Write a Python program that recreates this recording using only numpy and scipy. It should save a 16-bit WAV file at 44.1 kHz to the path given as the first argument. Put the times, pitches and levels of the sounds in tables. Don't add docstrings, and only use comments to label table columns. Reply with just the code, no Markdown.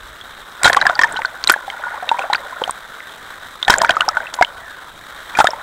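import sys
import numpy as np
from scipy import signal
from scipy.fft import rfft, irfft, next_fast_len
from scipy.io import wavfile
from scipy.ndimage import uniform_filter1d

SR = 44100
rng = np.random.default_rng(int(sys.argv[2]) if len(sys.argv) > 2 else 0)


def inscribe(sig):
    pcm = np.round(np.clip(np.atleast_2d(sig).T, -1, 1) * 32767)
    wavfile.write(sys.argv[1], SR, pcm.astype(np.int16))


N = 247842
TIME = np.arange(N) / SR

# centre in Hz, width in Hz, gain in dB.
CASE_MODES = [(833, 57, -10), (1050, 263, 3.5), (1469, 135, 10.5), (1820, 370, 4.5), (3192, 133, 3.5),
              (3536, 170, -5.5), (5100, 170, -30), (8850, 6300, -6)]
# frequency in Hz, relative level in dB.
SWASH_SPECTRUM = [(20, 3.5), (60, -3.5), (150, -0.5), (350, -1), (550, -1), (1000, -31), (3000, -60)]


def undb(db):
    return 10 ** (np.asarray(db) / 20)


def unit(x):
    return x / np.sqrt(np.mean(x ** 2))


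def add(out, start_s, x):
    i = min(max(round(start_s * SR), 0), N)
    out[i:i + len(x)] += x[:N - i]


def curve(points):
    return np.interp(TIME, *np.transpose(points))


def walk(rate_hz):
    step = max(int(SR / rate_hz), 1)
    stairs = np.repeat(rng.standard_normal(N // step + 1), step)
    return unit(uniform_filter1d(stairs, step)[:N])


def colour(x, spectrum):
    hz, db = np.transpose(spectrum)
    size = next_fast_len(N)
    bins_hz = np.maximum(np.fft.rfftfreq(size, 1 / SR), 1)
    gain = undb(np.interp(np.log(bins_hz), np.log(hz), db))
    return irfft(rfft(x, size) * gain, size)[:N]


def band(x, hz, width_hz):
    return signal.lfilter(*signal.iirpeak(hz, hz / width_hz, fs=SR), x)


def linger(envelope, decay_s):
    keep = np.exp(-1 / (decay_s * SR))
    return signal.lfilter([1 - keep], [1, -keep], envelope)


def soften_treble(x, cutoff_hz=7800):
    return signal.sosfilt(signal.butter(6, cutoff_hz, fs=SR, output="sos"), x)


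def case(x):
    return soften_treble(sum(undb(db) * band(x, hz, width) for hz, width, db in CASE_MODES))


def bubble(hz, decay_s, rise, swell_cycles=0.48):
    t = np.arange(int(2 * np.pi * decay_s * SR) + 2) / SR
    envelope = (1 - np.exp(-t * hz / swell_cycles)) * np.exp(-(t / decay_s) ** 0.96)
    phase = 2 * np.pi * hz * t * (1 + rise * (t / decay_s / 2 - 1))
    return envelope / envelope.max() * np.sin(phase)


def swarm(per_s, low_hz, high_hz, cycles, spread_db, rise, sizes=400):
    pitches = np.geomspace(low_hz, high_hz, sizes)
    decays_s = cycles * (.5 + rng.random(sizes)) / pitches
    rings = [bubble(hz, decay_s, rise) for hz, decay_s in zip(pitches, decays_s)]
    out = np.zeros(N)
    for when, pick, faintness in rng.random((int(per_s * N / SR), 3)):
        gain = undb(-spread_db * np.sqrt(faintness))
        add(out, when * N / SR, gain * rings[int(pick * sizes)])
    return unit(out)


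def patter(per_s, spread_db):
    when, faintness, sign = rng.random((int(per_s * N / SR), 3)).T
    impacts = np.sign(sign - .5) * undb(-spread_db * np.sqrt(faintness))
    return np.bincount((when * N).astype(int), impacts, N)


def rumble():
    # time in seconds, level in dB.
    gusts = [(0, -50), (.5, -58), (1.5, -54), (2.2, -64), (2.7, -55), (3.2, -60), (4, -53), (5.62, -55.5)]
    lows = band(rng.standard_normal(N), hz=40, width_hz=64)
    lows = band(lows, hz=40, width_hz=64)
    return unit(lows) * undb(curve(gusts) + 2 * walk(4.94))


def cascade():
    # time in seconds, level in dB.
    swell = [(0, -36.5), (1.5, -36.5), (2.9, -35.3), (3.3, -35.6), (4.5, -37), (4.95, -37.5), (5.25, -33.5),
             (5.62, -37)]
    # frequency in Hz, gain in dB.
    rush_spectrum = [(200, -18), (500, -11), (720, -10.5), (900, -9), (1500, -1.5), (1900, -7), (2650, -21),
                     (3200, -13.5), (3800, -9), (4500, -24), (7200, -25.5), (8150, -21.5), (9200, -27.5),
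                     (15000, -29.5)]
    babble = swarm(per_s=760, low_hz=609, high_hz=4600, cycles=12, spread_db=15, rise=0.025)
    hiss = rng.standard_normal(N) * undb(2.44 * walk(300))
    wavering = sum(walk(24) * band(hiss, hz, width) for hz, width, _ in CASE_MODES[:6])
    rush = colour(hiss + 0.3 * wavering + undb(-14.5) * babble, rush_spectrum)
    return unit(rush) * undb(curve(swell) + .3 * walk(6.08))


def trickles():
    # start and length in seconds, first and last pitch in Hz, level in dB.
    runs = [(1.331, 0.12, 1763, 1390, -37.5), (4.45, 0.054, 3170, 3000, -45),
            (4.568, 0.28, 2030, 1348, -38.5)]
    out = np.zeros(N)
    for start, length, first_hz, last_hz, db in runs:
        size = int(length * SR)
        phase = 2 * np.pi * np.cumsum(np.geomspace(first_hz, last_hz, size)) / SR
        flutter = (walk(260.3) + 1j * walk(259))[:size]
        narrow_noise = np.real(flutter * np.exp(1j * phase))
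        add(out, start, undb(db) * np.sqrt(np.hanning(size)) * narrow_noise)
    return out


def froth_levels(attack_s=.06, release_s=0.13, fizz_decay_s=0.51, calm_fizz_db=-54.5):
    # start and length in seconds, gurgle and fizz in dB.
    waves = [(0.597, 0.27, -21.5, -38), (0.966, .2, -25.5, -43.5), (1.445, .06, -29, -45),
             (1.68, .9, -32, -60), (2.145, 0.11, -29, -55), (3.651, .27, -22.5, -36),
             (4.03, 0.22, -31, -52), (4.334, .08, -32, -60), (5.329, 0.075, -22.5, -41)]
    gurgle_power = np.full(N, 1e-9)
    fizz_power = np.full(N, undb(calm_fizz_db) ** 2)
    for start, length, gurgle_db, fizz_db in waves:
        t = np.maximum(TIME - start, 0)
        envelope = np.minimum(t / attack_s, 1) * np.exp(-np.maximum(t - length, 0) / release_s)
        gurgle_power += (undb(gurgle_db) * envelope) ** 2
        fizz_power += (undb(fizz_db) * envelope * np.exp(-t / fizz_decay_s)) ** 2
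    return 10 * np.log10(gurgle_power), 10 * np.log10(fizz_power)


def churn():
    gurgle_db, fizz_db = froth_levels()
    froth = swarm(per_s=640, low_hz=520, high_hz=2900, cycles=3.7, spread_db=18, rise=.018)
    laps = undb(1.5 * walk(30))
    gurgle = unit(laps * (unit(case(froth)) + 0.3 * froth)) * undb(gurgle_db)
    tiny = swarm(per_s=790, low_hz=2360, high_hz=8300, cycles=3, spread_db=34, rise=.025)
    bursts = np.diff(patter(per_s=160, spread_db=33), prepend=0)
    ticks = unit(case(bursts))
    fizz = unit(unit(case(tiny)) + 0.91 * soften_treble(tiny) + 0.5 * ticks) * undb(fizz_db)
    push = unit(colour(rng.standard_normal(N), SWASH_SPECTRUM))
    swash = push * undb(fizz_db - 1.0 + 2.5 * walk(25))
    return gurgle + fizz + swash


def slaps():
    # start in seconds, level in dB, length in seconds, spray in dB relative to the slap.
    hits = [(0.633, -15, 0.0026, -3), (0.643, -8.5, 0.031, -21), (0.678, -13, 0.011, -9),
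            (0.73, -8.5, 0.005, -8), (0.766, -10, 0.0019, -7), (1.014, -13, 0.006, -19),
            (1.444, -19.5, 0.0031, -9), (1.486, -23, 0.021, -25), (1.496, -8, 0.01, -6.5),
            (1.512, -35, 0.018, 3), (2.185, -31, 0.02, -30), (2.333, -16, 0.0043, -17),
            (2.676, -29, 0.0033, 1), (3.681, -9.5, 0.006, -21), (3.698, -6.5, 0.011, -14),
            (3.707, -18.5, 0.04, -13.5), (3.817, -13.5, 0.0041, -0.5), (3.907, -13, 0.0053, -22),
            (4.339, -24.5, 0.006, 1.5), (5.373, -26.5, 0.01, -2), (5.387, -14, 0.029, -15),
            (5.443, -12, 0.0031, -4.5)]
    impacts, spray = np.zeros((2, N))
    for start, db, length, spray_db in hits:
        t = np.arange(int(2 * length * SR) + 2) / SR
        envelope = undb(db) * np.exp(-(t / length) ** 4)
        add(impacts, start, envelope)
        add(spray, start, envelope * undb(spray_db))
    impact_noise, spray_noise = rng.standard_normal((2, N)) * undb(3.96 * walk(900))
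    knock = case(impacts * impact_noise) / np.std(case(impact_noise))
    thud = undb(-19) * impacts * unit(colour(impact_noise, SWASH_SPECTRUM))
    hiss = spray * unit(soften_treble(band(spray_noise, hz=5900, width_hz=9000)))
    droplets = swarm(per_s=1800, low_hz=6500, high_hz=15000, cycles=2.7, spread_db=32, rise=.01)
    mist = undb(-6) * linger(spray, decay_s=.014) * droplets
    return knock + thud + hiss + mist


def close_bubbles(snap_hz=1710, snap_slope=0.74):
    # start in seconds, pitch in Hz, relative peak in dB, rough decay time in cycles.
    air_pockets = [(0.2121, 3350, -25.5, 10), (0.6336, 7880, -5.5, 11.6), (0.645, 3980, -4.5, 14),
                   (0.653, 1432, -7.5, 17), (0.6561, 780, 1, 1.7), (0.6562, 3710, -4, 15),
                   (0.6756, 1560, -5, 5.3), (0.6981, 1720, -3, 3.7), (0.7014, 710, -7.5, 0.94),
                   (0.7471, 1700, -5, 1.8), (0.7682, 838, -7, 3.8), (0.7705, 1120, -1, 3.8),
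                   (0.814, 1590, -9, 6.7), (0.814, 3950, -8.5, 8.3), (0.8254, 1730, -9, 2),
                   (0.8539, 767, -15, 7.1), (0.8546, 1770, -10.5, 3.4), (0.8581, 1018, -14.5, 11),
                   (0.867, 1666, 2.5, 4), (0.892, 3630, -21, 11), (0.8958, 705, -9.5, 2.8),
                   (0.8971, 1320, -5.5, 1.4), (0.9058, 1454, -12.5, 3.5), (0.9537, 4670, -16, 6.5),
                   (0.9916, 979, -7.5, 3.3), (0.9917, 1810, -0.5, 5.2), (1.0172, 1125, -12, 4.6),
                   (1.0236, 5350, -14.5, 4), (1.0347, 1813, -1, 8), (1.042, 1787, -4.5, 6.7),
                   (1.0446, 936, -13, 5.5), (1.124, 7970, -20.5, 9), (1.1383, 428, -31, 2.5),
                   (1.1648, 3050, -18, 6.5), (1.1694, 1506, -19, 21), (1.17, 3980, -18.5, 8),
                   (1.1902, 900, -14.5, 3.9), (1.219, 1950, -11.5, 1.4), (1.2489, 1516, -9, 5),
                   (1.2563, 4300, -15.5, 5.7), (1.44, 4470, -3.5, 1.57), (1.4741, 3970, 0, 6.2),
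                   (1.479, 8120, -12, 9), (1.491, 2350, -8, 2.3), (1.497, 830, 0.5, 1.1),
                   (1.4985, 352, -12, 0.87), (1.4991, 1426, 8, 1.95), (1.501, 2400, -6, 2.9),
                   (1.515, 1520, -8, 5.8), (1.5218, 12100, -7.5, 5.5), (1.539, 1664, -7, 5.2),
                   (1.562, 840, -15.5, 1.8), (1.679, 792, -20, 5.4), (1.701, 3110, -19, 4.7),
                   (1.701, 2140, -17, 3.6), (1.8379, 1456, -16.5, 5.5), (1.853, 1453, -25, 32),
                   (1.868, 945, -20, 5), (1.94, 860, -23, 5), (2.026, 737, -21, 7), (2.091, 3720, -8, 7.6),
                   (2.0915, 2670, -11, 5.7), (2.1147, 911, -5.5, 5.6), (2.1438, 960, -18.5, 8.7),
                   (2.1903, 778, -19, 7.4), (2.1925, 2370, -11.5, 2.1), (2.2025, 553, -24, 1.7),
                   (2.223, 2640, -24.5, 8), (2.24, 690, -23.5, 5.5), (2.3, 823, -12, 5),
                   (2.329, 990, -10.5, 3.9), (2.3323, 3940, -6.5, 6.1), (2.3347, 1870, -6, 1.4),
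                   (2.348, 2380, -7, 1.2), (2.3515, 1520, -9, 2.8), (2.3576, 4560, -17.5, 8.4),
                   (2.6176, 514, -15, 1.9), (2.6176, 864, -13, 1.9), (2.6386, 3130, -9.5, 4.9),
                   (2.677, 750, -16.5, 2.4), (2.695, 1045, -10, 1.2), (2.7093, 8700, -11.5, 4.7),
                   (3.0045, 2000, -22, 2.2), (3.628, 3530, -6.5, 7.2), (3.649, 3760, -17, 11),
                   (3.681, 1776, -7.5, 10), (3.6804, 3250, -7, 3.3), (3.681, 797, -4.5, 2.3),
                   (3.6986, 936, 2.5, 2.4), (3.7006, 1505, 0.5, 2.8), (3.7035, 3770, -4, 8),
                   (3.704, 5360, 3, 4), (3.7396, 1630, 1, 2.9), (3.784, 7380, -5.5, 6),
                   (3.812, 665, -14.5, 6.2), (3.8171, 1000, -5.5, 2), (3.8346, 922, -12, 10),
                   (3.847, 1460, -3, 2), (3.847, 2280, -15, 7), (3.8926, 2470, -11.5, 9.9),
                   (3.894, 1556, 0, 3.3), (3.8972, 687, -8.5, 3.1), (3.907, 3170, -4, 2.7),
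                   (3.968, 1265, -6, 3.7), (4.0063, 1236, -7.5, 3.4), (4.008, 2870, -1.5, 3.9),
                   (4.018, 1476, -12.5, 5.1), (4.081, 830, -8.5, 2.4), (4.0881, 5380, -2.5, 5),
                   (4.0892, 1277, -10, 5.1), (4.1696, 1495, -7.5, 5.4), (4.1711, 880, -16.5, 3.7),
                   (4.2039, 1580, -18.5, 6), (4.269, 2650, -21.5, 7.7), (4.388, 977, -15, 8.2),
                   (4.4113, 727, 0, 3.1), (4.4219, 940, -9.5, 6), (4.424, 1630, 0.5, 3.2),
                   (4.4256, 2134, -4, 8), (4.4478, 3030, -10.5, 3.7), (5.3515, 2400, -17, 15),
                   (5.3726, 1530, -14.5, 6.5), (5.3888, 840, 2, 1.2), (5.4024, 863, 0.5, 3.3),
                   (5.409, 1356, -5, 4.3), (5.4439, 713, -1.5, 1.35), (5.4511, 1284, -10, 6.7),
                   (5.4705, 3630, -6.5, 9.7), (5.471, 1694, -1.5, 3), (5.4882, 636, -16, 1.9),
                   (5.506, 5370, -18.5, 9.8), (5.533, 896, -17.5, 4)]
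    rings, snaps, torn = np.zeros((3, N))
    for start, hz, db, cycles in air_pockets:
        ring = undb(db) * bubble(hz, decay_s=1.076 * cycles / hz, rise=0.012)
        sharpness = min((hz / snap_hz) ** snap_slope, 1.4)
        add(rings, start, ring)
        add(torn, start, sharpness * np.abs(ring))
        add(snaps, start, undb(db) * np.hanning(5))
    rasp = undb(-8) * linger(torn, decay_s=0.00048) * rng.standard_normal(N)
    return undb(3.0) * rings + case(undb(-2.0) * snaps + undb(-15.5) * rings + rasp)


def scene():
    return (cascade() + close_bubbles() + slaps() + churn() + trickles() + rumble())[None]


def record(dry):
    ceiling, top_hz = 0.91, 15600
    flattened = dry / (1 + np.abs(dry / ceiling) ** 8) ** (1 / 8)
    return signal.sosfilt(signal.ellip(8, .2, 70, top_hz, fs=SR, output="sos"), flattened)


dry = scene()
out = record(dry)
inscribe(out)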